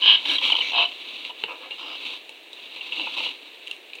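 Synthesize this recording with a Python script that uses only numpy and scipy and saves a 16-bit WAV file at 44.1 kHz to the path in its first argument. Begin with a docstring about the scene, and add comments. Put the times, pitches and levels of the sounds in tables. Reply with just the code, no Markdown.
"""Raccoons snarl and chatter in a metal feed trough at night. Rough throat pulses and breath drive the
snarls; short puffs with a falling squeak make the grunts. Paws stir the feed, and claws and kernels
knock on the trough. Voices and knocks echo under the feeder's roof, over a faint steady hiss.
Heard through a small outdoor camera whose microphone rings near 3 kHz."""
import sys
import numpy as np
from scipy import signal
from scipy.fft import rfft, irfft, next_fast_len
from scipy.io import wavfile
from scipy.ndimage import uniform_filter1d

SR = 44100
rng = np.random.default_rng(int(sys.argv[2]) if len(sys.argv) > 2 else 0)


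def to_wav(s):
    """Save 16-bit WAV."""
    ch = np.atleast_2d(s).T  # columns
    pcm = np.round(np.clip(ch, -1, 1) * 32767)  # PCM
    wavfile.write(sys.argv[1], SR, pcm.astype(np.int16))


N = 176400

# Paws stirring the feed. Each row: time in seconds, level in dB.
STIR_LEVELS = [(0, -33), (.2, -35.5), (.24, -32.5), (.38, -33.5), (.49, -26.5), (.55, -30.5), (.63, -31.5),
               (.87, -39.5), (.97, -39), (1.03, -37), (1.28, -36), (1.325, -48), (1.4, -40), (1.46, -44.5),
               (1.58, -45.5), (1.7, -49), (1.73, -42.5), (1.77, -42.5), (1.9, -40.5), (1.99, -37),
               (2.07, -32.5), (2.11, -31), (2.165, -37.5), (2.205, -45), (2.46, -51), (2.64, -41),
               (2.8, -40.5), (2.86, -37), (3.0, -34.5), (3.11, -32.5), (3.24, -29.5), (3.3, -34),
               (3.36, -45), (3.44, -44), (3.475, -42), (3.52, -47.5), (3.69, -45.5), (3.9, -50.5), (4, -49)]
# Snarls. 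Each row: start, peak and end in seconds; swell, sag, rasp, throat and hiss in dB;
# rasp centre in Hz, its lift in dB; upper lift and nasal level in dB; throat centre in Hz;
# pulses per second; breathiness 0-1; throat lift in dB; hiss centre in Hz, its lift in dB;
# whine in Hz, its lift in dB; chest resonance in Hz; lift of the valley above the throat in dB.
SNARL_EVENTS = [(0.019, 0.088, 0.16, 11, 6.5, -9.5, -33, -54.5, 3110, 16, 3.5, -37, 1020, 210, 0.28, 14.5, 4550, -1, 2954, 2, 376, -3),
                (0.253, 0.322, 0.362, 8.5, 7, -20.5, -37.5, -45, 3340, 6.5, 2.5, -41, 1050, 158, 0.65, -2, 8600, 13, 2800, 5, 295, 1.5),
                (0.422, 0.428, 0.51, 1, 3.5, -20.5, -40, -50, 3230, 10, 1, -61, 1120, 172, 0.59, 5, 7800, 10, 2340, 9.5, 543, 4.5),
                (0.622, 0.64, .72, -4.5, 0.5, -28.5, -52, -53.5, 2250, 9, 7.5, -62, 1000, 160, 0.95, 10, 6280, 21, 2760, 9, 500, -3),
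                (0.718, 0.784, 0.8483, 12, 7, -17, -26.5, -57.5, 3020, 12.5, 8, -48, 900, 156, 0.94, 13.5, 5900, -5, 2627, 8, 698, 5),
                (1.482, 1.499, 1.65, 2, 29, -37.5, -37.5, -68, 2410, 11, -30, -56, 960, 111, 0.57, 7.5, 5800, 0, 2720, 1, 496, 1),
                (1.606, 1.666, 1.75, -1.5, 11, -44, -47.5, -73, 2440, 1, -1, -60, 930, 114, 0.83, 4.5, 5800, 0, 2320, 6, 506, 3),
                (1.782, 1.83, 1.955, 4.5, 0.5, -36.5, -45, -56.5, 3070, 12.5, 4, -65, 1020, 73, 0.98, 3, 4860, 30, 2770, 5, 328, 3),
                (2.959, 2.993, 3.035, 15, 4.5, -26, -40.5, -72, 2820, 20, 13.5, -70, 860, 170, 0.67, 6, 4900, 6, 2823, 10.5, 313, -12),
                (3.04, 3.042, 3.05, 3, 3, -28.5, -44, -62, 2770, 13, 14, -72, 840, 124, 0.56, 6, 4700, 7, 2640, 16, 600, -12),
                (3.167, 3.198, 3.183, 1, 0, -28.5, -38, -54, 2720, 4, 3.5, -80, 1010, 112, 0.69, 11, 5850, -5, 2840, 6, 328, -11)]
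# Grunts. Each row: start and length in seconds, rasp and throat in dB, rasp centre in Hz,
# squeak share 0-1.
GRUNT_EVENTS = [(0.253, 0.0042, -20.5, -36.5, 3250, 0), (0.2954, 0.009, -20.5, -38, 3090, 0.6),
                (0.353, 0.014, -22.5, -58, 3925, 0.65), (0.3827, 0.0057, -17, -40.5, 3284, 0.6),
                (0.413, 0.0037, -21, -32.5, 2790, 0.7), (0.498, 0.0048, -19.5, -30, 2880, 0.8),
                (0.52, 0.0059, -12.5, -31, 3075, 1), (0.5267, 0.0064, -23.5, -51, 2410, 0.9),
                (.5395, 0.0028, -28, -30.5, 3070, 0.1), (0.5518, 0.0034, -15.5, -28, 3170, 1),
                (0.5635, 0.0058, -17, -43, 3070, 0.56), (0.583, 0.0082, -23, -32.5, 3120, 0),
                (0.605, 0.0088, -20, -37, 3047, 0.43), (0.617, 0.0028, -25, -45, 2490, 0.5),
                (0.796, 0.015, -23.5, -33, 3030, 0.8), (0.818, 0.011, -19, -34, 2770, 0.5),
                (0.852, 0.008, -21, -56, 3040, 1), (1.294, 0.015, -34.5, -40, 2935, 0.7),
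                (2.809, 0.008, -30, -53, 2815, 0.6), (2.921, 0.015, -29.5, -49, 2850, 0.7),
                (3.068, 0.0082, -28.5, -33, 2630, .8), (3.201, 0.0076, -27, -35, 2770, 0.75),
                (3.227, 0.019, -32, -51, 2670, .5), (3.256, 0.011, -27.5, -36.5, 2870, 0.2),
                (3.288, 0.0045, -37, -49, 2700, 0.4)]
# Hits on the trough. Each row: start in seconds; tick, thud and crack in relative dB; ring in Hz,
# its lift in dB; scuff decay in seconds.
KNOCK_EVENTS = [(1.25, -25, -46, -53, 2820, 12, .001), (1.438, -15, -24.5, -51.5, 2910, 10, 0.0016),
                (1.708, -20.5, -38, -54, 2770, 16, 0.014), (2.053, -25.5, -61, -52, 2670, 8, 0.0016),
                (2.293, -30.5, -40.5, -47, 2930, -2, 0.0033), (2.531, -29.5, -47, -48.5, 3750, 16, 0.004),
                (2.761, -26, -40, -53, 2600, 12, 0.018), (2.923, -23, -56, -67, 2660, 22, 0.0012),
                (3.673, -27.5, -70, -49, 2860, 15, 0.00058), (3.68, -31, -68, -49, 3120, 13, 0.00061),
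                (3.7124, -20.5, -41.5, -41, 2760, 15, 0.0023), (3.765, -39, -56, -54, 2800, 8, .001),
                (3.933, -28, -56, -59, 2500, 8, 0.0025), (3.953, -32.5, -49, -48, 2930, 1, 0.0041),
                (3.986, -32.5, -60, -66, 2600, 24, 0.002)]
# Spectra of the feed, background, voice and knocks. Each row: frequency in Hz, relative level in dB.
FEED_SPECTRUM = [(80, -48.5), (160, -30.5), (290, -11.5), (420, -23), (700, -20.5), (1000, -16.5),
                 (1200, -18.5), (1500, -26.5), (1900, -23), (2300, -5.5), (2750, -0.5), (3100, -3.5),
                 (3450, -1.5), (3950, -3), (4400, -14), (5200, -31.5), (5900, -28.5), (7500, -35),
                 (9500, -36), (11000, -48.5), (12500, -42), (16000, -45.5)]
NIGHT_SPECTRUM = [(24, -117), (40, -77), (179, -28), (245, -18), (311, -6), (410, -5), (567, -7), (700, -9),
                  (846, -13), (1400, -18.5), (1660, -13.5), (2080, -10.5), (2810, -3), (3030, -9.5),
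                  (4090, -18.5), (5000, -28), (8890, -27.5), (10900, -35), (15800, -28)]
RASP_SPECTRUM = [(60, -56), (300, -47), (1300, -45.5), (1900, -17.5), (2250, -2.5), (2700, 0), (3200, 0.5),
                 (3500, -4), (4000, -1.5), (4400, -15), (5200, -31), (7000, -88)]
THROAT_SPECTRUM = [(70, -35.5), (140, -45.5), (200, -22), (290, 1), (410, -7), (600, -1), (1000, 2.5),
                   (1260, -1), (1420, -7), (1600, -13.5), (2200, -47), (4000, -47.5)]
HISS_SPECTRUM = [(60, -62.5), (400, -15), (2500, -19), (4500, 0.5), (5250, -7), (5750, 10.5), (6100, -5.5),
                 (6800, -1), (7500, -10.5), (8400, -13), (9600, -11), (11000, -27.5), (12500, -13.5),
                 (16000, -24.5)]
THUD_SPECTRUM = [(30, -40), (100, -53), (220, -23), (350, -4), (440, -3.5), (540, 2.5), (700, -5),
                 (900, 7.5), (1150, -6), (1500, -4), (3000, -9.5), (6000, -50)]
CRACK_SPECTRUM = [(60, -37), (600, -10), (4500, -0.5), (6500, 3.5), (9300, 2), (11000, -9), (13000, -12),
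                  (16000, -11)]
# Resonances and notches of trough and housing. Each row: centre in Hz, width in Hz, lift in dB.
BODY_MODES = [(335, 29, 4.5), (502, 73, 10), (736, 40, 2.5), (879, 31, 3.5), (1013, 76, 6.5), (1240, 40, 2),
              (1400, 200, 4), (1730, 63, 1.5), (2294, 18, 3.5), (2427, 77, -5), (2606, 29, 7),
              (2779, 40, 3.5), (2950, 29, 2), (2930, 10, 7), (3180, 5.1, 0.5), (3387, 36, -6),
              (3623, 27, -2.5), (3736, 22, 5.5), (4025, 27, 2.5), (4960, 48, 3.5)]

RASP_WIDTH_HZ = 600


def from_db(db):
    """Decibels to gain."""
    return 10 ** (np.asarray(db) / 20)


def unit_rms(x):
    """Scale to rms 1."""
    return x / np.sqrt(np.mean(x ** 2) + 1e-20)


def coloured(x, spectrum, peaks=()):
    """Minimum-phase filter of unit power: a spectrum plus resonance peaks."""
    size = 2 * next_fast_len(len(x) // 2 + 2048)
    hz = np.arange(size // 2 + 1) * SR / size
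    at_hz, db = np.transpose(spectrum)
    shape_db = np.interp(np.log(hz + 1), np.log(at_hz), db)
    for centre_hz, width_hz, lift_db in peaks:
        shape_db += lift_db / (1 + (2 * (hz - centre_hz) / width_hz) ** 2)
    cepstrum = irfft(np.log(unit_rms(from_db(shape_db))))
    cepstrum[1:size // 2] *= 2
    cepstrum[size // 2 + 1:] = 0
    return irfft(rfft(x, size) * np.exp(rfft(cepstrum)))[:len(x)]


def levelled(x, window):
    """Hold the running rms at 1; window in samples."""
    return x / np.sqrt(np.abs(uniform_filter1d(x * x, window)) + 1e-6)


def add(out, start_s, x):
    """Mix x into out."""
    i = max(0, int(start_s * SR))
    out[i:i + len(x)] += x[:max(0, N - i)]


def stirred_feed(grains_per_s=5000, spread_db=0.5, flutter_db=1.6):
    """Kernels rub and click as paws push through them."""
    times_s, levels_db = np.transpose(STIR_LEVELS)
    strengths = from_db(spread_db * np.minimum(rng.exponential(1, N), 5)) * rng.choice([-1, 1], N)
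    grains = strengths * (rng.random(N) < grains_per_s / SR)
    flutter = unit_rms(uniform_filter1d(uniform_filter1d(rng.standard_normal(N), 600), 600))
    envelope = from_db(np.interp(np.arange(N) / SR, times_s, levels_db) + flutter_db * flutter)
    return envelope * unit_rms(coloured(grains, FEED_SPECTRUM, BODY_MODES))


def night_hiss(level_db=-49.5):
    """Steady background noise."""
    return from_db(level_db) * unit_rms(coloured(rng.standard_normal(N), NIGHT_SPECTRUM))


def rough_voice(rate_hz, breathiness, size, jitter=0.25, shimmer_db=4, puff_decay_cycles=0.73):
    """Throat pulses, each trailed by turbulent air; jitter and shimmer scale with breathiness."""
    period_draws, strength_draws = np.sqrt(breathiness) * rng.standard_normal((2, 160))
    starts_s = np.concatenate([[0], np.cumsum(np.exp(jitter * period_draws) / rate_hz)])
    phase = np.interp(np.arange(size) / SR, starts_s, np.arange(len(starts_s)))
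    cycle = phase.astype(int)
    strength = from_db(shimmer_db * strength_draws)[cycle % len(strength_draws)]
    pulses = strength * np.diff(cycle, prepend=-1)
    puffs = strength * np.exp(-(phase % 1) / puff_decay_cycles) * rng.standard_normal(size)
    return np.sqrt(1 - breathiness) * unit_rms(pulses) + np.sqrt(breathiness) * unit_rms(puffs)


def soft_limit(x, crest_db=8.5):
    """Round off the strongest pulses of a voice at rms 1."""
    return x / (1 + (np.abs(signal.hilbert(x)) / from_db(crest_db)) ** 4) ** 0.25


def snarls(size=13000, attack_s=0.0017, release_s=0.0069, nasal_hz=1677, nasal_width_hz=113):
    """A rough voice swells and sags, driving a sharp rasp, throat resonance, nasal ring and hiss."""
    out, t = np.zeros(N), np.arange(size) / SR
    nose_band_hz = [nasal_hz - nasal_width_hz / 2, nasal_hz + nasal_width_hz / 2]
    nose = signal.butter(2, nose_band_hz, "band", fs=SR, output="sos")
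    for (start_s, peak_s, end_s, swell_db, sag_db, rasp_db, throat_db, hiss_db, rasp_hz, rasp_lift_db,
         upper_db, nasal_db, throat_hz, rate_hz, breathiness, throat_lift_db, hiss_hz, hiss_lift_db,
         whine_hz, whine_db, chest_hz, valley_db) in SNARL_EVENTS:
        voice = rough_voice(rate_hz, breathiness, size)
        airy_voice = voice + 0.33 * rng.standard_normal(size)
        effort = from_db(np.interp(start_s + t, [start_s, peak_s, end_s], [-swell_db, 0, -sag_db]))
        effort *= np.minimum(t / attack_s, 1) * np.exp(-np.maximum(start_s + t - end_s, 0) / release_s)
        # Resonances, laid out as in BODY_MODES.
        mouth = [(rasp_hz, RASP_WIDTH_HZ, rasp_lift_db), (3880, 600, upper_db), (whine_hz, 74, whine_db)]
        gullet = [(chest_hz, 79, 10), (throat_hz, 500, throat_lift_db), (1410, 450, valley_db)]
        teeth = [(hiss_hz, 1100, hiss_lift_db), (1.47 * hiss_hz, 1100, 0.35 * hiss_lift_db)]
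        rasp = levelled(coloured(voice, RASP_SPECTRUM, BODY_MODES + mouth), 700)
        rasp = from_db(rasp_db) * soft_limit(rasp)
        throat = from_db(throat_db) * levelled(coloured(voice, THROAT_SPECTRUM, BODY_MODES + gullet), 800)
        nasal = from_db(nasal_db) * levelled(signal.sosfilt(nose, voice), 1500)
        hiss = from_db(hiss_db) * levelled(coloured(airy_voice, HISS_SPECTRUM, teeth), 900)
        add(out, start_s, effort * (rasp + throat + nasal + hiss))
    return out


def grunts(size=2600, attack_s=0.0011, release_s=0.0016, squeak_fall_hz=240, spit_re_rasp_db=-34):
    """Short puffs through the same throat, with spit and a squeak that falls as it is pressed out."""
    out, t = np.zeros(N), np.arange(size) / SR
    for start_s, length_s, rasp_db, throat_db, rasp_hz, squeak_share in GRUNT_EVENTS:
        gate = np.minimum(t / attack_s, 1) * np.exp(-np.maximum(t - length_s, 0) / release_s)
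        puff = gate * rng.standard_normal(size)
        rasp = unit_rms(coloured(puff, RASP_SPECTRUM, BODY_MODES + [(rasp_hz, RASP_WIDTH_HZ, 7)]))
        squeak_hz = rasp_hz - squeak_fall_hz * (np.minimum(t / length_s, 2) - 0.5)
        squeak = unit_rms(gate * np.sin(2 * np.pi * np.cumsum(squeak_hz) / SR))
        spit = from_db(spit_re_rasp_db) * unit_rms(coloured(puff, HISS_SPECTRUM))
        treble = np.sqrt(1 - squeak_share) * rasp + np.sqrt(squeak_share) * squeak + spit
        throat = unit_rms(coloured(puff, THROAT_SPECTRUM, BODY_MODES + [(920, 220, 11)]))
        gate_rms = np.sqrt(np.mean(gate ** 2))
        add(out, start_s, gate_rms * (from_db(rasp_db) * treble + from_db(throat_db) * throat))
    return out


def knocks(size=4000, gain=0.14, thump_hz=444, thump_decay_s=0.0056, thump_re_thud_db=-2):
    """Claws and kernels strike and scuff the trough: ringing tick, hollow thud, thin crack."""
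    out, t = np.zeros(N), np.arange(size) / SR
    hollow_note = np.sin(2 * np.pi * thump_hz * t) * np.exp(-t / thump_decay_s)
    thump = from_db(thump_re_thud_db) * unit_rms(hollow_note)
    for start_s, tick_db, thud_db, crack_db, ring_hz, ring_db, scuff_s in KNOCK_EVENTS:
        contact = rng.standard_normal(size) * np.exp(-t / scuff_s)
        contact[0] += 6  # hard impact
        tick = from_db(tick_db) * unit_rms(coloured(contact, RASP_SPECTRUM, [(ring_hz, 380, ring_db)]))
        thud = from_db(thud_db) * unit_rms(unit_rms(coloured(contact, THUD_SPECTRUM)) + thump)
        crack = from_db(crack_db) * unit_rms(coloured(contact, CRACK_SPECTRUM))
        add(out, start_s, gain * (tick + thud + crack))
    return out


def roof_echo(x, size=9000, segments=16, level_db=-8, t60_s=0.19, delay_s=0.004):
    """Dense reflections between trough and roof; the pattern changes as the animals move."""
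    out, t = np.zeros(N), np.arange(size) / SR
    hop = N // segments + 1
    for k in range(segments + 1):
        first = max(0, (k - 1) * hop)
        part = x[first:(k + 1) * hop]
        crossfade = np.cos(np.pi / 2 * ((first + np.arange(len(part))) / hop - k))
        tail = rng.standard_normal(size) * from_db(-60 * t / t60_s) * (t > delay_s)
        add(out, first / SR, signal.fftconvolve(part * crossfade, tail / np.linalg.norm(tail)))
    return from_db(level_db) * out


def scene():
    """Voices, knocks and their echo over feed and night hiss; mono."""
    snarl, grunt, knock = snarls(), grunts(), knocks()
    echo = roof_echo(snarl + from_db(-2) * grunt + from_db(-0.5) * knock)
    return (snarl + grunt + knock + echo + stirred_feed() + night_hiss())[None]


def record(dry, low_cut_hz=140, high_cut_hz=15850, ceiling=0.97):
    """Small microphone: bass cut, peaks clipped, top cut."""
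    thin = signal.sosfilt(signal.butter(2, low_cut_hz, "high", fs=SR, output="sos"), dry)
    lowpass = signal.ellip(12, 0.1, 80, high_cut_hz, fs=SR, output="sos")
    return signal.sosfilt(lowpass, np.clip(thin, -ceiling, ceiling))


dry = scene()
out = record(dry)
to_wav(out)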